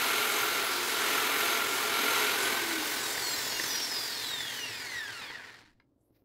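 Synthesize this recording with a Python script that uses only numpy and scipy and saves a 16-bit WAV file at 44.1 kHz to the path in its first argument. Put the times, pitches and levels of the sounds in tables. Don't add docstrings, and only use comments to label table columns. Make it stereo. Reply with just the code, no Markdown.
import sys
import numpy as np
from scipy import signal
from scipy.fft import rfft, irfft
from scipy.io import wavfile
from scipy.ndimage import uniform_filter1d

SR = 44100
rng = np.random.default_rng(int(sys.argv[2]) if len(sys.argv) > 2 else 0)


def volts_from_decibels(level):
    exponent = np.asarray(level, float) / 20
    return 10 ** exponent


def store_wav(level_fs):
    pcm = np.round(np.clip(np.atleast_2d(level_fs), -1, 1) * 32767)
    wavfile.write(sys.argv[1], SR, pcm.T.astype(np.int16))


N = 275345
T = np.arange(N) / SR
HZ = np.maximum(np.arange(N // 2 + 1) * SR / N, 1)
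TOP_HZ = 15700
BARS = 32


# (pressed [s], released [s])
TRIGGER = [
    (0, .405),
    (.813, 1.507),
    (1.815, 2.24),
]


def motor():
    start_turns_s, free_turns_s, spin_up_s = 415.2, 438.5, .263
    friction, bearing_drag, fan_drag = 72.3, .178, .00043
    slip_ease, slip_turns_s = 2.1, 82
    step_s = .001
    t = np.arange(0, T[-1] + step_s, step_s)
    power = 0
    for on, off in TRIGGER:
        power = power + np.clip((t - on) / step_s + 1, 0, 1) - np.clip((t - off) / step_s + 1, 0, 1)
    speed = [start_turns_s]
    for p in power[1:]:
        w = speed[-1]
        loss = friction + bearing_drag * w + fan_drag * w * w
        loss = loss - slip_ease / (1 + (w / slip_turns_s) ** 6)
        gain = (free_turns_s - w) / spin_up_s
        speed.append(max(w + step_s * (p * gain - (1 - p) * loss), 0))
    return np.interp(T, t, speed), np.interp(T, t, uniform_filter1d(power, size=120))


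# (frequency [Hz], level [dB per Hz])
AIR = [(18, -63.5), (30, -35), (108, -18.5), (178, -21.5), (250, -10.5), (411, -2.5), (577, -10.5),
       (1140, -3.5), (1370, -6), (1690, -5), (2250, -3.5), (5770, -20), (10000, -17.5), (12000, -13.5),
       (15600, -27.5)]
# (frequency [Hz], width [Hz], level [dB])
VENTS = [(261, 47, 5.5), (425, 37, 5), (679, 45, 7), (826, 37, 4.5), (967, 55, 2.5), (1200, 66, 3),
         (1512, 99, 6.5), (2170, 66, 6.5), (2330, 64, 2), (3030, 780, 2.5), (3940, 890, 7),
         (6360, 130, 15.5)]
# (time [s], length [s], level [dB])
LIFT_SWELL = [
    (2.45, .3, 2),
]
# (time [s], length [s], level [dB])
CAVITY_SWELL = [
    (2.68, 0.42, 2.5),
]


def fan(speed, power):
    roar_db = -38 + 26 * decades(speed) + 1 * power + flares(LIFT_SWELL)
    slow_db = 20 * np.log10(speed / 420 + 0.0054)
    gust = walk(8.63)

    def band(hz):
        return roar_db + 0.51 * slow_db * np.log2(max(hz, 120) / 500) + .5 * gust + .5 * walk(14)

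    roar = volts_from_decibels(7) * noise(colour(AIR, HZ, VENTS), volts_from_decibels(1.5 * rng.standard_normal(N)), band)
    lift_s, lift_lasts_s = 2.22, .2
    cavity_hz = np.interp(T, [lift_s, lift_s + lift_lasts_s], [1377, 1514])
    cavity_db = roar_db + 6 + 19.5 * decades(speed) + flares(CAVITY_SWELL) - 8.0
    return roar + room(hiss(cavity_hz, 50)[0] * volts_from_decibels(cavity_db), -3.5, 0.084)


# (frequency [Hz], level [dB per Hz])
HOUSING = [(35, -55.5), (60, -29.5), (112, -9), (179, -20.5), (260, -9.5), (434, -9), (522, -8.5),
           (934, -6), (1260, -5), (1790, -2), (2480, -4), (4870, -3), (6150, -7), (15600, -13)]
# (frequency [Hz], width [Hz], level [dB])
SHELL = [(115, 63, 8), (456, 75, 5), (946, 160, 5.5), (1480, 120, 3), (1830, 250, 5.5), (3630, 84, 0.5),
         (4370, 700, 1.5), (7380, 760, 3.5)]


def brushes(speed, turns):
    stall_turns_s, creep_turns_s = 22.2, 3.7
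    stall = np.log10(np.hypot(speed, creep_turns_s) / np.hypot(speed, stall_turns_s))
    rub_db = -37.5 + 2.5 * decades(speed) + 33.5 * stall
    bar = (turns * BARS).astype(int)
    lump_db = 1.8 * rng.standard_normal(BARS)[bar % BARS]
    lump_db = lump_db + 1.8 * rng.standard_normal(bar[-1] + 1)[bar]
    grain = volts_from_decibels(uniform_filter1d(lump_db, size=90)) * (1 + .4 * np.sin(2 * np.pi * turns * BARS))
    tilt_db = 2.6 * np.log2(np.clip(speed, 20, 200) / 130)
    body_db = 3.9 * np.log2(np.clip(speed, 60, 180) / 115)
    hum_db = 6.5 / (1 + (2 * (speed - 150) / 120) ** 2)
    hum_db = hum_db - 3.5 + 12 * np.log10(np.clip(speed / 50, .05, 1))
    skim_db = -1 / (1 + (160 / (speed + 1)) ** 8)
    rub_db = rub_db + np.clip(1.5 - speed / 150, .6, 1.3) * walk(80)

    def band(hz):
        db = rub_db + tilt_db * np.log2(max(hz, 1500) / 2000)
        db = db + (200 < hz < 1200) * body_db + (hz < 200) * hum_db + (hz > 6000) * skim_db
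        return db + 1.0 * walk(16)

    return noise(colour(HOUSING, HZ, SHELL), grain, band)


# (frequency [Hz], level [dB])
TICKS = [(600, -79.8), (1200, -66.8), (2000, -50.7), (3200, -57.9), (5000, -47.2), (7000, -54.3),
         (9000, -50.1), (15500, -46.1)]
# (frequency [Hz], width [Hz], level [dB])
CASING_RINGS = [(1500, 130, 8.2), (1800, 270, 11.4), (2180, 80, 4.7), (2320, 70, 5.1), (2830, 180, 9.7),
                (3360, 520, 13.1), (3780, 490, 11.2), (4330, 310, 6.5), (4910, 630, 9.6), (5380, 140, 4.8),
                (5750, 430, 8.1), (6620, 1030, 8.7), (7590, 670, 12.7), (8080, 210, 1.3)]
MULTIPLES = [6, 8, 9, 10, 11, 12, 13, 14, 16, 18, 19, 20, 21, 23, 24, 26, 27, 28, 29, 31, 32, 33, 34, 35,
             36, 37, 40, 44, 45, 47, 52, 56, 62, 64, 66, 68, 74, 96, 98, 128, 130]
MULTIPLE_DB = [1.0, -4.0, -6.0, -7.0, -11.0, -7.0, -12.0, -8.0, -9.0, -7.0, -12.0, -15.0, -11.0, -16.0,
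               -9.0, -16.0, -14.0, -7.0, -14.0, -18.0, 0.0, -16.0, -9.0, -13.0, -14.0, -19.0, -14.0, -22.0,
               -18.0, -16.0, -20.0, -21.0, -21.0, -10.0, -13.0, -19.0, -28.0, -15.0, -19.0, -23.0, -24.0]
# (time [s], multiple, length [s], level [dB])
FLARES = [(2.7, 32, .25, -9), (2.72, 12, .05, 10), (2.76, 6, .06, 6), (2.76, 20, .05, 12),
          (2.78, 18, .08, -9), (2.86, 6, .08, -9), (2.86, 21, .12, 8), (2.92, 28, .08, 7),
          (3.05, 18, .12, -5), (3.08, 14, .12, 3), (3.16, 32, .1, -6), (3.27, 24, .08, 6),
          (3.28, 16, .12, -9), (3.3, 18, .14, 11), (3.31, 21, .08, 5), (3.43, 24, .06, 9),
          (3.52, 16, .1, 5), (3.53, 21, .09, 10), (3.52, 44, .08, 14), (3.55, 26, .1, 8),
          (3.57, 14, .1, 10), (3.62, 24, .06, 5), (3.64, 47, .12, 10), (3.72, 19, .06, 8),
          (3.73, 29, .06, 11), (3.73, 27, .06, 8), (3.74, 16, .14, -9), (3.75, 32, .1, 3),
          (3.78, 36, .04, 12), (3.84, 34, .08, 3), (3.86, 18, .12, -9), (3.97, 32, .12, 3),
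          (4.0, 23, .05, 10), (4.02, 36, .12, 9), (4.14, 40, .12, 7), (4.16, 14, .12, -9),
          (4.26, 98, .12, 10), (4.28, 28, .08, 4), (4.34, 34, .14, -9), (4.36, 32, .12, 3),
          (4.36, 16, .12, 5), (4.65, 32, .14, 7), (4.65, 64, .25, -8), (4.88, 66, .14, 6),
          (5.02, 64, .12, -3), (5.23, 96, .06, -4), (5.02, 32, .2, 7), (5.22, 130, .2, -5),
          (5.22, 32, .1, 8), (5.27, 64, .25, 7), (5.36, 62, .08, 14), (5.5, 98, .08, 6)]


def whine(speed, turns):
    drop_in_turns_s = 69
    skim_turns_s = 275
    slow = 1 / (1 + (speed / drop_in_turns_s) ** 4)
    drift, flicker, wobble = walk(20), walk(60), walk(70)
    chance = rng.random((len(MULTIPLES), 3))
    out = 0
    for k, strength_db, (shift, beat, start) in zip(MULTIPLES, MULTIPLE_DB, chance):
        hz = k * speed + 1
        own_drift, own_flicker, own_wobble = [np.roll(v, int(shift * N)) for v in (drift, flicker, wobble)]
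        flutter_db = (.8 - .06 * strength_db) * own_drift + (1.6 - .08 * strength_db) * own_flicker
        db = strength_db + 3 * slow * np.sin(2 * np.pi * (turns + beat))
        db = db + flares([(s, length_s, g) for s, m, length_s, g in FLARES if m == k])
        gain = volts_from_decibels(db + colour(TICKS, hz, CASING_RINGS) + flutter_db) * (hz < TOP_HZ)
        blur = .003 * max(k, BARS) * (1 + slow) * own_wobble
        out = out + gain * np.sin(2 * np.pi * (k * turns + blur + start))
    skim_db = -70 * np.log10(np.maximum(speed / skim_turns_s, 1))
    return out * volts_from_decibels(-0.5 + 2.3 * slow + skim_db)


# (frequency [Hz], width [Hz], level [dB])
VENT_RINGS = [(10200, 430, -7.5), (11030, 300, 6.5), (11800, 250, 4), (12460, 300, 7)]
# (time [s], length [s], level [dB])
BLADE_FLARES = [(.15, 0.19, -3.5), (.35, .12, 3), (.7, .08, 5), (.95, .08, 1.5), (1.12, .1, 5),
                (1.42, .12, 1.5), (1.68, .12, -3), (1.9, .12, -6), (2.06, .1, 2), (2.24, .15, -5),
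                (2.46, .08, 4.5)]


def blades(speed, turns):
    count = 29
    rings_db = colour([(1, 0), (SR, 0)], count * speed + 1, VENT_RINGS)
    slow_db = 140 * np.log10(np.clip(speed / 385, .001, 1))
    return tone(count * turns, -53.5 + flares(BLADE_FLARES) + rings_db + slow_db, .12, 2.0)


def shake(speed, turns):
    db = -49.5 + 12 / (1 + ((speed - 320) / 28) ** 2)
    db = db - 23 / (1 + (speed / 260) ** 12)
    return tone(turns, db + 15 * decades(speed), 0.042, 1.5)


# (time [s], level [dB])
BACKLASH = [(3.1099, -36), (3.1465, -30), (3.175, -23), (3.219, -29), (3.3827, -26), (3.467, -25),
            (3.5234, -27), (3.5538, -28), (3.597, -22), (3.638, -23), (3.7294, -33), (3.8003, -34),
            (3.922, -28), (3.9864, -36), (4.0143, -37), (4.0552, -30), (4.2952, -39), (4.4039, -27),
            (4.45, -31), (4.5187, -31), (4.589, -31), (4.6548, -32), (4.7052, -34), (4.7511, -49),
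            (4.842, -35.5), (4.8918, -37), (4.9601, -35), (5.0923, -44), (5.2141, -32), (5.2999, -29),
            (5.3567, -34), (5.3922, -41), (5.4411, -38), (5.474, -44), (5.5478, -45), (5.6167, -52)]


def gears():
    s, db = np.transpose(BACKLASH)
    hits = np.zeros(N)
    hits[(s * SR).astype(int)] = volts_from_decibels(db - 9)
    t = T[:int(.06 * SR)]
    swell = signal.fftconvolve(hits, (1 - np.exp(-t / 0.00083)) * np.exp(-t / 0.0078))[:N]
    ring = hiss(np.full(N, 1850.), 240)[0]
    thud = volts_from_decibels(-6) * hiss(np.full(N, 650.), 390)[0]
    clack = volts_from_decibels(-6) * hiss(np.full(N, 3600.), 1300)[0]
    return room(swell * (ring + thud + clack), -5, .08)


# (frequency [Hz], level [dB], time to fall 60 dB [s])
STOP_MODES = [(1030, 1, 0.018), (1370, 3, .02), (1670, -1, .02), (2140, 4.5, 0.02), (2870, -9, .015),
              (4130, -14, .012), (4930, -10, .012)]


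def stop_click():
    stop_s, stop_db = 5.799, -51
    t = np.maximum(T - stop_s, 0)
    ring = 0
    for hz, db, t60_s in STOP_MODES:
        ring = ring + volts_from_decibels(db) * np.sin(2 * np.pi * hz * t) * np.exp(-np.log(1000) * t / t60_s)
    crack = uniform_filter1d(uniform_filter1d(rng.standard_normal(N), size=6), size=5)
    crack = crack * np.exp(-t / 0.005) * 1.5
    return room(volts_from_decibels(stop_db - 4.0) * (ring + crack) * (1 - np.exp(-t / .0012)), -2, 0.13)


# (time [s], level [dB], frequency [Hz], left minus right [dB])
BUMPS = [
    (6.107, -54, 293, 8),
    (6.149, -60.5, 315, -2.0),
    (6.166, -60.5, 320, 6.5),
    (6.221, -54, 320, 7),
]


def handle_bumps():
    out = 0
    for s, db, hz, pan_db in BUMPS:
        t = np.maximum(T - s, 0)
        sides_db = db + np.array([[pan_db], [-pan_db]]) / 2
        out = out + volts_from_decibels(sides_db) * np.sin(2 * np.pi * hz * t) * np.exp(-t / 0.0025)
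    return out


# (loudest time [s], rise and fall per 10 dB [s], hiss level [dB], centre [Hz], rasp level [dB])
SLIDES = [
    (6.015, .025, -81, 9000, -96),
    (6.062, .035, -78, 11500, -92),
    (6.168, .045, -75, 13420, -75),
]


def glove():
    out = 0
    for s, fall_s, hiss_db, hz, rasp_db in SLIDES:
        swell_db = -10 * np.abs(T - s) / fall_s + 1.6 * walk(120)
        out = out + hiss(np.full(N, hz), 1800) * volts_from_decibels(hiss_db + swell_db)
        rasp = hiss(np.full(N, 2000.), 500) + hiss(np.full(N, 4400.), 1200)
        out = out + rasp * volts_from_decibels(-3 + rasp_db + 1.4 * swell_db)
    return out


# (frequency [Hz], level [dB per Hz])
SHOP = [(15, -38), (25, -9), (115, 2.5), (185, -13.5), (282, 1), (379, -11), (411, -13), (524, -12.5),
        (1270, -28), (2400, -39), (15600, -46)]


def shop():
    return noise(colour(SHOP, HZ), 1, lambda hz: -71 + 1.9 * walk(2.4))


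def decades(speed):
    return np.log10(np.maximum(speed, .5) / 420)


def flares(rows):
    return sum(db * np.exp(-2 * ((T - s) / length_s) ** 2) for s, length_s, db in rows)


def colour(table, hz, peaks=()):
    f, db = np.transpose(table)
    rings_db = sum(g / (1 + (2 * (hz - c) / w) ** 2) for c, w, g in peaks)
    return np.interp(np.log(hz), np.log(f), db) + rings_db


def walk(rate):
    k = int(SR / rate)
    steps = np.repeat(rng.standard_normal(N // k + 1), k)
    return 1.37 * uniform_filter1d(uniform_filter1d(steps, k), k)[:N]


def tone(turns, db, wobble, flutter_db):
    gain = np.sqrt(2) * volts_from_decibels(db + flutter_db * walk(15))
    return gain * np.sin(2 * np.pi * (turns + wobble * walk(35)))


def hiss(hz, half_width_hz):
    sos = signal.butter(2, half_width_hz, fs=SR, output="sos")
    low = signal.sosfilt(sos, rng.standard_normal((4, N)))
    phase = 2 * np.pi * np.cumsum(hz) / SR
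    band = low[:2] * np.sin(phase) + low[2:] * np.cos(phase)
    return band / np.sqrt(np.mean(band ** 2))


# (frequency [Hz], side minus mid [dB])
WIDTH = [(60, -2.5), (110, -12.5), (200, -9), (380, -14.5), (700, -5), (1290, -6), (2380, -4), (4400, 0),
         (8120, 1.5), (15000, -1)]
# (frequency [Hz], left minus right [dB])
TILT = [(60, 1.5), (110, 2), (200, 2), (380, -1.5), (700, 0), (1290, 2), (2380, 1.5), (4400, 0), (8120, 2),
        (15000, -3.5)]


def noise(shape_db, grain, band_db):
    mid, side = rfft(rng.standard_normal((2, N)) * grain) * volts_from_decibels(shape_db)
    side = side * volts_from_decibels(colour(WIDTH, HZ))
    tilt = volts_from_decibels(colour(TILT, HZ) / 2)
    pair = np.array([(mid + side) * tilt, (mid - side) / tilt])
    pair = pair / np.sqrt(np.mean(irfft(mid, N) ** 2))
    out = 0
    for hz in 30 * 2. ** np.arange(10):
        share = np.cos(np.pi / 2 * np.clip(np.log2(HZ / hz), -1, 1)) ** 2
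        out = out + irfft(pair * share, N) * volts_from_decibels(band_db(hz))
    return out


def room(x, wet_db, t60_s):
    t = np.arange(int(.3 * SR)) / SR
    tail = rng.standard_normal((2, len(t))) * np.exp(-np.log(1000) * t / t60_s) * (t > .002)
    tail = tail * volts_from_decibels(wet_db) / np.sqrt(np.sum(tail ** 2, axis=1, keepdims=True))
    return x + signal.fftconvolve(x * np.ones((2, 1)), tail, axes=1)[:, :N]


def scene():
    speed, power = motor()
    turns = np.cumsum(speed) / SR
    lines = whine(speed, turns) + blades(speed, turns)
    grinder = fan(speed, power) + brushes(speed, turns) + gears()
    grinder = grinder + room(lines, -4.5, 0.06) + room(shake(speed, turns), -15.5, 0.092)
    pan_db = -1.03
    at_rest = np.clip((5.82 - T) / 0.063, 0, 1)
    grinder = grinder * volts_from_decibels(np.array([[pan_db], [-pan_db]]) / 2) * at_rest
    return grinder + stop_click() + handle_bumps() + glove() + shop()


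def band_limit(x):
    return signal.sosfilt(signal.butter(12, 17090, fs=SR, output="sos"), x)


def record(dry):
    ripple_period, ripple_peak = 1024, 850
    ripple = 1 + .11 * np.cos(2 * np.pi * (np.arange(N) - ripple_peak) / ripple_period)
    top = signal.ellip(12, .5, 90, TOP_HZ, fs=SR, output="sos")
    mix = signal.sosfilt(top, dry * ripple)
    return band_limit(mix)


dry = scene()
out = record(dry)
store_wav(out)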